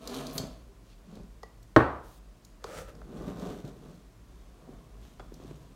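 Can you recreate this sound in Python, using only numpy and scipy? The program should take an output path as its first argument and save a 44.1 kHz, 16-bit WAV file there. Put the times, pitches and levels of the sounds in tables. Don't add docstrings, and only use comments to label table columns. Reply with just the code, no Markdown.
import sys
import numpy as np
from scipy import signal
from scipy.fft import rfft, irfft, next_fast_len
from scipy.io import wavfile
from scipy.ndimage import map_coordinates

SR = 44100
rng = np.random.default_rng(int(sys.argv[2]) if len(sys.argv) > 2 else 0)


def put_to_file(sound):
    columns = np.atleast_2d(sound).T
    safe = np.clip(columns, -1, 1)
    whole_steps = np.round(safe * 32767)
    wavfile.write(sys.argv[1], SR, whole_steps.astype(np.int16))


N = 253575
TIME = np.arange(N) / SR

# f/Hz, density level/dB
RUMBLE_SPECTRUM = [(21, -36), (30, -14), (38, 3), (56, 0), (67, -12), (70, -27), (81, -29), (113, -9.5),
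                   (140, -23), (162, -17), (200, -24.5), (260, -39), (440, -120)]
HISS_SPECTRUM = [(100, -28), (170, -1.5), (318, -4.5), (540, -11), (629, -9), (852, -18), (1010, -12.5),
                 (1150, -15), (1290, -17.5), (2200, -22), (2660, -22.5), (3400, -24.5), (4030, -24.5),
                 (6990, -26.5), (15800, -35)]
# f/Hz, t60/s
REVERB_TIMES = [(100, 0.63), (300, 0.52), (700, 0.53), (1200, 0.53), (2500, .45), (5000, 0.42),
                (12000, .22)]
# f/Hz, level/dB
REVERB_SPECTRUM = [(80, 3.5), (300, -6.5), (600, 0), (1100, 1), (1800, -4.5), (3000, -1), (12000, 2.5)]
# start t/s, duration/s, level/dB
FINGER_SLIDES = [(0.32, .075, -49.5)]
SLEEVE_SLIDES = [(2.025, .165, -64.5)]
# f/Hz, density level/dB
FINGER_SPECTRUM = [(5000, -24), (9000, -7), (11000, -2), (14500, -1), (16000, -5)]
SLEEVE_SPECTRUM = [(1500, -14), (3500, -3.5), (6000, -5), (9500, -6.5), (15500, -7.5)]
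# t/s, level/dB, f/Hz, t60/s
RING_EVENTS = [(0.381, -58, 616, 0.47), (0.382, -47, 3200, 0.24), (0.69, -52, 393.5, 0.34),
               (1.4325, -41.5, 1950, 0.053), (5.198, -51.5, 3410, 0.039)]
# t/s, level/dB, centre f/Hz
STEM_FLICKS = [(0.0743, -26.5, 4400), (0.1436, -32, 3820), (0.268, -30, 4410), (0.3799, -17, 4240),
               (1.154, -48, 3800), (1.6287, -47.5, 6360), (2.4486, -42, 6500), (3.397, -40.5, 3910),
               (3.6501, -48, 3720), (5.3407, -42, 6000)]
# f/Hz, density level/dB
FLICK_SPECTRUM = [(1500, -12.5), (3000, -13), (4300, 0.5), (5000, -5), (6800, -3), (9000, -10.5),
                  (11500, -7), (15500, -9)]
# t/s, peak level/dB, centre f/Hz
POT_BUMPS = [(0.399, -27, 171), (0.436, -27.5, 187), (1.171, -36, 200), (3.642, -31, 133),
             (4.691, -37, 296), (5.321, -38, 298), (5.4, -39, 231), (5.448, -36.5, 242), (5.51, -36.5, 310)]
# t/s, peak level/dB, knock f/Hz, click level/dB re knock
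HARD_TAPS = [(1.4316, -34.5, 930, -6.5), (2.6415, -29.5, 1200, -2), (2.699, -40, 520, -27),
             (2.9517, -49, 516, -2), (3.016, -43, 1240, -18), (5.1964, -38.5, 760, -12),
             (5.203, -43.5, 1300, -15)]
# fastest t/s, rise/s, fall/s, judder level/dB, grit level/dB
SHOVES = [(2.69, 0.075, 0.098, -47, -67), (2.786, 0.085, .09, -41, -55), (2.892, .025, 0.041, -50, -80)]
# f/Hz, bandwidth/Hz, level/dB
SHELL_MODES = [(91, 19, 2), (162, 26, 3), (330, 90, -5.5), (469, 56, 2.5), (515, 32, 2), (1217, 78, -4),
               (1300, 51, -12), (1640, 46, -21), (2150, 89, -34)]
# f/Hz, density level/dB
GRIT_SPECTRUM = [(1180, -33), (2000, -7), (2200, -5), (2660, -14), (3190, -13), (5900, 3), (6770, -2),
                 (7510, 0.5), (15800, -16)]
# fastest t/s, rise/s, fall/s, body level/dB, rub level/dB, leaf level/dB, thing handled
HAND_STROKES = [(0.18, .19, .28, -40, -41.5, -49, "fern"), (0.37, 0.084, .23, -42.5, -44.5, -54, "fern"),
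                (0.895, 0.065, .16, -74, -71, -67, "lifted pot"),
                (1.174, 0.132, 0.13, -44.5, -54.5, -66.5, "lifted pot"),
                (3.02, 0.152, 0.12, -52.5, -57.5, -74, "planter"),
                (3.296, 0.26, .15, -38.5, -43, -58.5, "planter"),
                (3.483, .18, .2, -39, -41, -54.5, "planter"),
                (3.66, 0.044, 0.21, -46.5, -49, -62.5, "planter"),
                (3.85, 0.06, 0.26, -49, -54.5, -65.5, "planter"), (4.36, .12, .4, -63, -65, -71, "rim"),
                (4.753, 0.3, 0.41, -54.5, -58, -71.5, "rim"), (5.08, .15, 0.32, -63, -67, -66.5, "rim"),
                (5.21, 0.016, 0.11, -57, -54.5, -71, "rim"), (5.45, 0.24, .48, -51.5, -59, -65.5, "rim")]
# f/Hz, density level/dB
FERN_POT_BODY = [(90, -40), (130, -2), (200, -7.5), (262, 6), (330, -16), (450, -13), (800, -74)]
LIFTED_POT_BODY = [(90, -20), (150, -15), (180, -5), (205, 3), (235, -8), (270, -19), (400, -28),
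                   (800, -74)]
PLANTER_BODY = [(45, -0.5), (85, -18), (120, -2), (170, 6.5), (260, 2), (340, -10), (450, -35), (800, -65)]
PLANTER_RIM_BODY = [(70, -22), (100, -2), (130, 3), (170, 3), (250, -1), (330, -9.5), (450, -26),
                    (800, -61)]
# f/Hz, density level/dB
FERN_POT_RUB = [(190, -37), (320, -6), (439, -3.5), (551, -7), (657, -0.5), (832, -15.5), (1110, -8.5),
                (1630, -17.5), (2140, -23), (2320, -19), (2600, -34), (3380, -51), (5720, -120)]
POT_RUB = [(190, -26), (320, -4), (381, -1.5), (420, 1.5), (492, -7.5), (607, -7), (803, -13.5), (862, -20),
           (1200, -15.5), (1320, -23), (1450, -20), (2240, -33), (2600, -33), (3380, -65), (5720, -120)]
PLANTER_RIM_RUB = [(190, -28), (320, -9), (391, 4), (591, -3.5), (742, -1.5), (877, -16.5), (991, -5.5),
                   (1660, -18.5), (1800, -16), (1930, -32), (2600, -23), (3380, -55), (5720, -120)]
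# f/Hz, density level/dB
FERN_RUSTLE = [(1290, -30), (2200, -35.5), (2330, -0.5), (3030, 3), (4330, 3.5), (4980, -5), (6380, -1),
               (7580, -9), (8230, -6.5), (11400, -9), (15800, -17)]
LIFT_RUSTLE = [(1500, -12), (2600, 4), (4500, 2.5), (7500, -6), (10000, -15), (15000, -27)]
PLANTER_RUSTLE = [(1290, -1), (2200, -2.5), (3670, 1.5), (4980, -6), (5820, -3), (9630, -10.5),
                  (10400, -15.5), (13200, -11), (15800, -20.5)]
# t/s, table ring level/dB, clack level/dB
POT_IMPACTS = [(1.763, 0, -5), (1.8040, -10.5, -19.5)]
# f/Hz, level/dB, t60/s
TABLE_MODES = [(71.5, -33, 0.49), (93, -28.5, 0.16), (123, -13.5, 0.125), (247, -18.5, 0.15),
               (280, -13, .12), (325.7, -9.5, .135), (452, -15, .12), (522, -17, 0.11), (630.3, -12, 0.1),
               (693, -25, 0.031), (779, -19.5, 0.087), (892, -22, 0.081), (1082, -18.5, 0.12),
               (1200, -14, 0.069), (1352, -22, 0.035), (1430, -20, 0.05), (1509, -19, 0.1),
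               (1690, -19, .06), (1830, -16.5, .05), (2308, -31, 0.039)]
# f/Hz, density level/dB
CLACK_SPECTRUM = [(60, -8), (190, -7.5), (280, 4), (600, -1), (900, -2.5), (1150, -1), (1500, -4),
                  (1850, -8), (2300, -16.5), (3200, -26), (4400, -32), (5200, -41.5), (9000, -44.5),
                  (15000, -49.5)]


def amp(db):
    return 10 ** (np.asarray(db) / 20)


def unit(x):
    return x / np.sqrt(np.mean(x ** 2) + 1e-20)


def along(points, hz):
    f, v = np.transpose(points)
    return np.interp(np.log(hz + 1), np.log(f + 1), v)


def hump(hz, centre_hz, slope_db):
    return -slope_db * np.abs(np.log2((hz + 1) / centre_hz))


def wobble(rate):
    return map_coordinates(rng.standard_normal(int(N * rate / SR) + 4), [TIME * rate])


def filtered(x, response):
    size = next_fast_len(N + SR // 2)
    return irfft(rfft(x, size) * response(np.fft.rfftfreq(size, 1 / SR)), size)[:N]


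def coloured(x, spectrum):
    return unit(filtered(x, lambda hz: amp(along(spectrum, hz))))


def add(track, s, sound):
    part = track[max(round(s * SR), 0):][:len(sound)]
    part += sound[:len(part)]


def pulse(colour, size=8192):
    magnitude = np.maximum(amp(colour(np.fft.rfftfreq(size, 1 / SR))), 1e-5)
    cepstrum = irfft(np.log(magnitude))
    cepstrum[1:size // 2] *= 2
    cepstrum[size // 2 + 1:] = 0
    push = irfft(np.exp(rfft(cepstrum)))
    return push / np.abs(push).max()


def burst(colour, t60):
    push = pulse(colour)
    chatter = rng.standard_normal(len(push)) * amp(-60 * np.arange(len(push)) / SR / t60)
    sound = signal.fftconvolve(chatter, push)
    return sound / np.abs(sound).max()


def friction(rate, spread_db, smooth):
    slips = (rng.random(N) < rate / SR) * rng.choice([-1, 1], N)
    sizes = amp(spread_db * np.minimum(rng.standard_normal(N), 2))
    return unit(slips * sizes) + smooth * rng.standard_normal(N)


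def stroke(s, rise, fall):
    swell = (np.maximum(s - TIME, 0) / rise) ** 1.96
    fade = (np.maximum(TIME - s, 0) / fall) ** 1.33
    return amp(-20 * (swell + fade))


def room(x, wet_db):
    hz, t, noise = signal.stft(rng.standard_normal(SR), SR, nperseg=256)
    level_db = along(REVERB_SPECTRUM, hz)[:, None] - 60 * t / along(REVERB_TIMES, hz)[:, None]
    tail = signal.istft(noise * amp(level_db), SR, nperseg=256)[1]
    tail *= np.clip(np.arange(len(tail)) / SR / 0.0072 - .5, 0, 1)
    return x + amp(wet_db) * signal.fftconvolve(x, tail / np.linalg.norm(tail))[:N]


def background():
    rumble = amp(-51 + 0.87 * wobble(4.2)) * coloured(rng.standard_normal(N), RUMBLE_SPECTRUM)
    return rumble + amp(-61.5) * coloured(rng.standard_normal(N), HISS_SPECTRUM)


def swish(slides, spectrum, attack_s=0.024, release_s=0.025):
    envelope = np.zeros(N)
    for s, length, db in slides:
        onset = np.clip((TIME - s) / attack_s, 0, 1)
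        release = np.clip((s + length - TIME) / release_s + .5, 0, 1)
        envelope += amp(db) * onset * release
    return envelope * coloured(friction(rate=3000, spread_db=5, smooth=.8), spectrum)


def rings():
    out, t = np.zeros(N), np.arange(SR) / SR
    for s, db, hz, t60 in RING_EVENTS:
        onset = 1 - np.exp(-t * hz / 3)
        add(out, s, amp(db - 60 * t / t60) * onset * np.sin(2 * np.pi * hz * t))
    return room(out, wet_db=-6)


def flicks():
    strays = [(s + (when * (rise + fall) - rise) / 2, leaf_db + 10.5, 4800 * 2 ** (pitch - .5))
              for s, rise, fall, _, _, leaf_db, _ in HAND_STROKES for when, pitch in rng.random((2, 2))]
    out = np.zeros(N)
    for s, db, centre_hz in STEM_FLICKS + strays:
        tick = burst(lambda hz: along(FLICK_SPECTRUM, hz) + hump(hz, centre_hz, slope_db=6.5), t60=0.031)
        add(out, s, amp(db - 3) * tick)
    return room(out, wet_db=-9)


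def bumps():
    out = np.zeros(N)
    for s, db, centre_hz in POT_BUMPS:
        add(out, s, amp(db) * burst(lambda hz: hump(hz, centre_hz, slope_db=12), t60=.015))
    return room(out, wet_db=-8.5)


def taps(click_hz=4800, cavity_hz=455, cavity_delay_s=.002):
    out = np.zeros(N)
    for s, db, knock_hz, click_db in HARD_TAPS:
        knock = burst(lambda hz: hump(hz, knock_hz, slope_db=18), t60=.018)
        click = burst(lambda hz: hump(hz, click_hz, slope_db=16), t60=0.022)
        cavity = burst(lambda hz: hump(hz, cavity_hz, slope_db=18), t60=0.022)
        add(out, s, amp(db) * knock + amp(db + click_db) * click)
        add(out, s + cavity_delay_s, amp(db - 2) * cavity)
    return room(out, wet_db=-10.5)


def scrape():
    def shell(hz):
        return sum(amp(db) * 1j * hz * width / (centre ** 2 - hz ** 2 + 1j * hz * width)
                   for centre, width, db in SHELL_MODES)

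    judder_gain = sum(amp(db) * stroke(s, rise, fall) for s, rise, fall, db, _ in SHOVES)
    grit_gain = sum(amp(db) * stroke(s, rise, fall) for s, rise, fall, _, db in SHOVES)
    judder = unit(filtered(friction(rate=980, spread_db=2.5, smooth=0.71), shell))
    grit = coloured(rng.standard_normal(N), GRIT_SPECTRUM)
    return room(judder_gain * judder + grit_gain * grit, wet_db=-14)


def handling(thing, body_spectrum, rub_spectrum, leaf_spectrum, uneven_db):
    body_gain, rub_gain, leaf_gain = np.zeros((3, N))
    for s, rise, fall, body_db, rub_db, leaf_db, handled in HAND_STROKES:
        if handled == thing:
            speed = stroke(s, rise, fall)
            body_gain = np.hypot(body_gain, amp(body_db) * speed ** 0.87)
            rub_gain = np.hypot(rub_gain, amp(rub_db) * speed)
            leaf_gain = np.hypot(leaf_gain, amp(leaf_db) * speed ** 0.93)
    grip = amp(uneven_db * wobble(35))
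    slips = room(grip * friction(rate=450, spread_db=2.5, smooth=0.5), wet_db=-1.5)
    grains = room(grip * friction(rate=900, spread_db=5, smooth=.6), wet_db=-6)
    body = body_gain * coloured(slips, body_spectrum)
    rub = rub_gain * coloured(slips, rub_spectrum)
    return body + rub + leaf_gain * coloured(grains, leaf_spectrum)


def pot_knock(wall_hz=1250, wall_t60=.011):
    near, clack, t = np.zeros(N), np.zeros(N), np.arange(SR // 2) / SR
    table_ring = sum((-1) ** k * amp(db - 60 * t / t60) * np.sin(2 * np.pi * hz * t)
                     for k, (hz, db, t60) in enumerate(TABLE_MODES))
    for s, ring_db, clack_db in POT_IMPACTS:
        add(near, s, amp(ring_db) * table_ring)
        add(clack, s, amp(clack_db) * pulse(lambda hz: along(CLACK_SPECTRUM, hz)))
    landing = POT_IMPACTS[0][0]
    onset = 1 - np.exp(-t / 0.00042)
    add(near, landing, amp(-3.5 - 60 * t / wall_t60) * onset * np.sin(2 * np.pi * wall_hz * t))
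    add(near, landing, amp(-21) * burst(lambda hz: hump(hz, 3200, slope_db=15.5), t60=0.037))
    return room(near, wet_db=-18) + room(clack, wet_db=4.5)


def scene():
    fern = handling("fern", FERN_POT_BODY, FERN_POT_RUB, FERN_RUSTLE, uneven_db=1)
    lift = handling("lifted pot", LIFTED_POT_BODY, POT_RUB, LIFT_RUSTLE, uneven_db=1.5)
    planter = handling("planter", PLANTER_BODY, POT_RUB, PLANTER_RUSTLE, uneven_db=1.5)
    rim = handling("rim", PLANTER_RIM_BODY, PLANTER_RIM_RUB, PLANTER_RUSTLE, uneven_db=2)
    slides = swish(FINGER_SLIDES, FINGER_SPECTRUM) + swish(SLEEVE_SLIDES, SLEEVE_SPECTRUM)
    contacts = pot_knock() + taps() + rings() + bumps() + flicks()
    return (fern + lift + planter + rim + scrape() + slides + contacts + background())[None]


def record(dry):
    low_cut_hz, top_hz = 41, 15850
    highpassed = signal.sosfilt(signal.butter(6, low_cut_hz, "highpass", fs=SR, output="sos"), dry[0])
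    saturated = highpassed / (1 + np.abs(highpassed) ** 8) ** (1 / 8)
    return filtered(saturated, lambda hz: hz < top_hz)[None]


dry = scene()
out = record(dry)
put_to_file(out)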